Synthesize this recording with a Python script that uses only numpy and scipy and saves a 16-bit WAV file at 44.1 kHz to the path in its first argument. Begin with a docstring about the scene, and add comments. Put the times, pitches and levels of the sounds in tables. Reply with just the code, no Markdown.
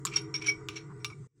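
"""A low, hollow hum fills a kitchen; almost at once a metal spoon clicks, close to the microphone.
It taps and scrapes seeds off a plastic container into a steel bowl. The plastic answers with dry
clicks and knocks; the steel rings briefly at each clink and sings under each scrape.
One seed ticks into the bowl. Near the end the hum drops out briefly and starts to return."""
import sys
import numpy as np
from scipy import signal
from scipy.fft import rfft, irfft
from scipy.io import wavfile
from scipy.ndimage import uniform_filter1d

SR = 44100
rng = np.random.default_rng(int(sys.argv[2]) if len(sys.argv) > 2 else 0)


def wav_record(signal):
    """Record a signal, one row per channel, as 16-bit PCM in the file named by sys.argv[1]."""
    frames = np.transpose(np.atleast_2d(signal))
    bounded = np.clip(frames, -1, 1)
    # unit amplitude maps onto the largest positive 16-bit level
    quanta = np.round(bounded * 32767).astype(np.int16)
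    wavfile.write(sys.argv[1], SR, quanta)


N = 61739
TIME = np.arange(N) / SR
FREQS = np.fft.rfftfreq(N, 1 / SR)

# modes of the container's plastic wall: f/Hz, level/dB, t60/s
PLASTIC_MODES = [(1191, -34, 0.26), (2323, -19, 0.068), (2800, -26.5, 0.085), (3547, -20, 0.033),
                 (5370, -32, 0.1), (9900, -41.5, 0.15)]
# modes of the steel: f/Hz, level/dB, t60/s
STEEL_MODES = [(2266.5, 0, 0.15), (5569, -1.5, 0.14), (5598, -3.5, 0.06), (9904, -22, 0.22)]


def amp(db):
    """Decibels to gain."""
    return 10 ** (np.asarray(db) / 20)


def unit(x):
    """Scales to rms 1."""
    return x / np.sqrt(np.mean(x ** 2) + 1e-20)


def add(mix, start_s, sound):
    """Mixes a sound in at a time."""
    part = mix[round(start_s * SR):][:len(sound)]
    part += sound[:len(part)]


def colour(x, spectrum):
    """Minimum-phase filter of unit energy, shaped by rows of f/Hz, level/dB."""
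    hz, db = np.transpose(spectrum)
    grid_hz = np.fft.rfftfreq(2 ** 12, 1 / SR)
    gain = amp(np.interp(np.log(grid_hz + 1), np.log(hz + 1), db))
    cepstrum = irfft(np.log(gain))
    half = len(cepstrum) // 2
    causal = np.r_[cepstrum[0], 2 * cepstrum[1:half]]
    taps = irfft(np.exp(rfft(causal, 2 * half)))[:half]
    return signal.fftconvolve(x, taps / np.linalg.norm(taps))[:len(x)]


def resonance(hz, width_hz, steady=0, bend_hz=0):
    """Noise in one resonance; steady evens out its swings in level, bend_hz moves its pitch."""
    spectrum = rfft(rng.standard_normal(N)) / (1 + ((FREQS - hz) / (.5 * width_hz)) ** 2)
    bend_cycles = np.cumsum(bend_hz * np.ones(N)) / SR
    band = np.fft.ifft(spectrum, N) * np.exp(2j * np.pi * bend_cycles)
    return unit(band.real / (abs(band) + 1e-12) ** steady)


def patchy(noise, depth_db=4.5):
    """Narrow bands of a noise swell and sink independently."""
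    bands = signal.stft(noise, nperseg=2 ** 10)[2]
    patches = uniform_filter1d(rng.standard_normal(bands.shape), size=4, axis=0)
    patches = uniform_filter1d(patches, size=12, axis=1)
    return signal.istft(bands * amp(depth_db * unit(patches)), nperseg=2 ** 10)[1][:N]


def ring(modes):
    """Dying sines of a struck object."""
    t = TIME[:SR // 2]
    return sum(amp(db - 60 * t / t60) * np.sin(2 * np.pi * (hz * t + rng.random()))
               for hz, db, t60 in modes)


def impact(spectrum, scatter_db, scatter_t60_s):
    """One impulse and its quick scatter inside the container."""
    t = TIME[:SR // 2]
    hit = rng.standard_normal(len(t)) * amp(-60 * t / scatter_t60_s) * (t > .0005)
    hit *= amp(scatter_db) / np.linalg.norm(hit)
    hit[0] += 1
    return colour(hit, spectrum)


def hum():
    """Hollow resonances waver in level all round the room; the lowest also drifts in pitch."""
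    # resonances: f/Hz, width/Hz, level/dB
    bands = [(131.7, 31.3, -53), (321, 26, -62), (416.6, 36, -62.5), (731.6, 67, -83), (964, 100, -76.5),
             (1182, 98, -75), (1443, 150, -75), (1980, 230, -78)]
    # wavering: t/s, gain of the lowest/dB, its f/Hz, gain of the others/dB
    wavering = [(0, 8.5, 143.6, 8), (0.219, 11, 139.2, 15), (0.479, 6, 129.4, 14.5),
                (0.642, 9, 121.7, 12.5), (.8, 4.5, 133.2, 13.5), (.92, 10.5, 151.2, 9),
                (1.02, 9.5, 127.7, 10.5), (1.16, 5.5, 128.9, 2.5), (1.223, 13, 128, -0.5),
                (1.269, 3, 128.4, -9.5)]
    times, *columns = np.transpose(wavering)
    low_db, low_hz, upper_db = [np.interp(TIME, times, column) for column in columns]
    hz, width, db = bands[0]
    low = amp(db + low_db) * resonance(hz, width, steady=0.63, bend_hz=low_hz - hz)
    upper = sum(amp(db + upper_db) * resonance(hz, width, steady=0.19) for hz, width, db in bands[1:])
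    return low + upper


def room_tone():
    """Broad, uneven noise behind the spoon, with a low rumble that fades out early."""
    # spectrum of the room noise: f/Hz, level/dB
    spectrum = [(25, -26.5), (80, -17.5), (170, -6), (240, -16), (300, -10), (450, -7.5), (570, -37),
                (1100, -30.5), (2100, -35), (3000, -38.5), (5500, -39), (7300, -29), (8800, -31),
                (9600, -58.5)]
    air = amp(-56) * unit(colour(patchy(rng.standard_normal(N)), spectrum))
    rumble_end_s, fade_s = 0.78, 0.62
    fade = np.clip((rumble_end_s - TIME) / fade_s, 0, 1)
    return air + amp(-64) * resonance(hz=61, width_hz=22, steady=0.31) * fade


def clicks():
    """The spoon hits the container's plastic edge: a sharp, dry double click."""
    # hits on the edge: t/s, level/dB
    hits = [(0.052, -5), (0.0565, -9.5)]
    # spectrum of a click: f/Hz, level/dB
    spectrum = [(650, -31), (1150, 5), (2200, -22), (4700, -5.5), (6050, -17), (7100, 3.5), (8400, -5.5),
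                (9600, -22), (13400, -17), (16000, -36.5)]
    out = np.zeros(N)
    for start, db in hits:
        add(out, start, amp(db) * impact(spectrum, scatter_db=-2.5, scatter_t60_s=0.055))
    return out


def knocks():
    """Duller hits on the container set its wall ringing."""
    # hits on the wall: t/s, impact level/dB, ring level/dB
    hits = [(0.0686, -18, -18.5), (0.6867, -14.5, -18), (1.0462, -11.5, -11)]
    # spectrum of a knock: f/Hz, level/dB
    spectrum = [(560, -42.5), (1170, 4.5), (2000, -16.5), (2500, 5.5), (3600, -3.5), (7200, -8),
                (9000, -25.5), (12000, -30.5), (15000, -23)]
    out = np.zeros(N)
    for start, db, ring_db in hits:
        knock = amp(db) * impact(spectrum, scatter_db=1.5, scatter_t60_s=0.036)
        add(out, start, knock + amp(ring_db) * ring(PLASTIC_MODES))
    return out


def scrapes():
    """Grainy, chattering friction swells and dies away, and keeps the steel's modes singing."""
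    # spoon strokes: t/s, swell/s, release t60/s, rasp level/dB, lowest mode/dB, upper modes/dB
    strokes = [(0.069, 0.0047, 0.1, -44.5, -49, -40.5), (0.109, .018, 0.33, -55, -44, -64),
               (0.136, 0.003, 0.15, -43, -52, -48), (0.157, 0.013, 0.067, -31.5, -56, -30),
               (0.34, 0.0026, 0.055, -36.5, -37, -34), (0.347, 0.011, 0.15, -44, -45.5, -40),
               (0.412, 0.011, 0.07, -45.5, -38, -50), (0.431, 0.022, 0.13, -46.5, -43.5, -52),
               (0.459, 0.014, 0.13, -36, -46, -29.5), (0.487, 0.013, 0.033, -43.5, -34.5, -28.5),
               (0.69, 0.0074, 0.38, -55.5, -55.5, -59), (0.754, .014, 0.1, -46.5, -43, -42),
               (0.997, 0.008, 0.49, -78, -67.5, -66.5), (1.047, 0.0076, 0.09, -43.5, -67.5, -42),
               (1.098, 0.0057, 0.069, -54, -51.5, -64.5)]
    # spectrum of the friction: f/Hz, level/dB
    spectrum = [(600, -30.5), (950, -10), (1300, 2.5), (1900, -6), (2700, 3), (4100, -1), (4900, -4),
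                (5900, -2), (6600, -8.5), (7700, -11), (9200, -29), (10200, -23), (12200, -49),
                (15100, -27), (16000, -48)]
    grains_per_s, grain_share, chatter_db = 2400, 0.12, 2.5
    grains = unit(rng.standard_normal(N) * (rng.random(N) < grains_per_s / SR))
    friction = np.sqrt(grain_share) * grains + np.sqrt(1 - grain_share) * rng.standard_normal(N)
    chatter = amp(chatter_db * unit(uniform_filter1d(rng.standard_normal(N), size=130)))
    rasp = unit(colour(patchy(friction) * chatter, spectrum))
    # the upper modes squeal sharp as the spoon presses hardest
    squeal_s, span_s, rise_hz = 0.476, 0.013, 150
    squeal_hz = rise_hz * np.exp(-((TIME - squeal_s) / span_s) ** 2)
    low = resonance(STEEL_MODES[0][0] * 1.02, width_hz=187, steady=0.78)
    upper = unit(sum(amp(db) * resonance(hz, width_hz=200, steady=0.16, bend_hz=squeal_hz)
                     for hz, db, _ in STEEL_MODES[1:]))
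    out = np.zeros(N)
    for start, swell, t60, rasp_db, low_db, upper_db in strokes:
        t = TIME - start
        pressure = np.clip(t / swell, 0, 1) * amp(-60 * np.maximum(t - swell, 0) / t60)
        out += pressure * (amp(rasp_db) * rasp + amp(low_db) * low + amp(upper_db) * upper)
    return out


def rubs():
    """Gentle sliding swells the lowest resonance of the container's wall."""
    # soft rubs at their peaks: t/s, level/dB
    slides = [(0.098, -53), (0.615, -57), (0.912, -54.5), (1.108, -53.5), (1.239, -69)]
    span_s = 0.021
    swells = sum(amp(db) * np.exp(-((TIME - peak) / span_s) ** 2) for peak, db in slides)
    return swells * resonance(PLASTIC_MODES[0][0], width_hz=470)


def clinks():
    """Steel modes build up during a short contact and ring until the next touch damps them."""
    # the place of contact decides how much the lowest and the upper modes ring
    # contacts: t/s, build-up/s, time until damped/s, lowest mode/dB, upper modes/dB
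    contacts = [(0.1602, 0.0024, 0.0076, -37.5, -18.5), (0.19, 0.0025, 0.052, -53, -39),
                (0.342, 0.003, 0.025, -34, -34), (0.358, 0.002, 0.0072, -39, -29.5),
                (0.4228, 0.0019, 0.0031, -38, -34), (0.479, 0.0079, 0.066, -17, -47),
                (1.12, 0.013, 0.013, -40.5, -53.5)]
    split_hz, damping_s = 4000, 0.0033
    out = np.zeros(N)
    for start, rise, free, low_db, upper_db in contacts:
        tone = ring([(hz, db + (low_db if hz < split_hz else upper_db), t60)
                     for hz, db, t60 in STEEL_MODES])
        t = TIME[:len(tone)]
        damping = np.exp(-(np.maximum(t - free, 0) / damping_s) ** 2)
        add(out, start, tone * np.minimum(t / rise, 1) * damping)
    return out


def seed(start_s=0.217, level_db=-54.5, t60_s=0.027):
    """One seed drops into the bowl with a crisp tick."""
    t = TIME - start_s
    decay = amp(level_db - 60 * abs(t) / t60_s) * (t > 0)
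    return decay * resonance(hz=9500, width_hz=1400)


def kitchen(direct, tail_db=-19.5, t60_s=0.22):
    """At close range the room adds only a short, faint tail, duller than the direct sound."""
    t = TIME[:SR // 2]
    dull_noise = signal.lfilter([1, 1], [1], rng.standard_normal(len(t)))
    tail = dull_noise * amp(-60 * t / t60_s) * (t > .004)
    return direct + amp(tail_db) * signal.fftconvolve(direct, tail / np.linalg.norm(tail))[:N]


def scene():
    """Spoon, container and bowl close to one microphone, the humming kitchen behind them."""
    # the background drops out near the end and partly returns: t/s, level/dB
    dropout = [(1.27, -3), (1.277, -32.5), (1.335, -28.5), (1.38, -14)]
    utensils = kitchen(clicks() + knocks() + clinks() + scrapes() + seed())
    background = (hum() + room_tone()) * amp(np.interp(TIME, *np.transpose(dropout)))
    return (utensils + background + rubs())[None]


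def record(dry):
    """The recorder's band limit takes off the highest treble."""
    cutoff_hz = 16300
    taps = signal.firwin(511, cutoff_hz, window=("kaiser", 9), fs=SR)
    return signal.oaconvolve(dry, taps[None], "same")


dry = scene()
out = record(dry)
wav_record(out)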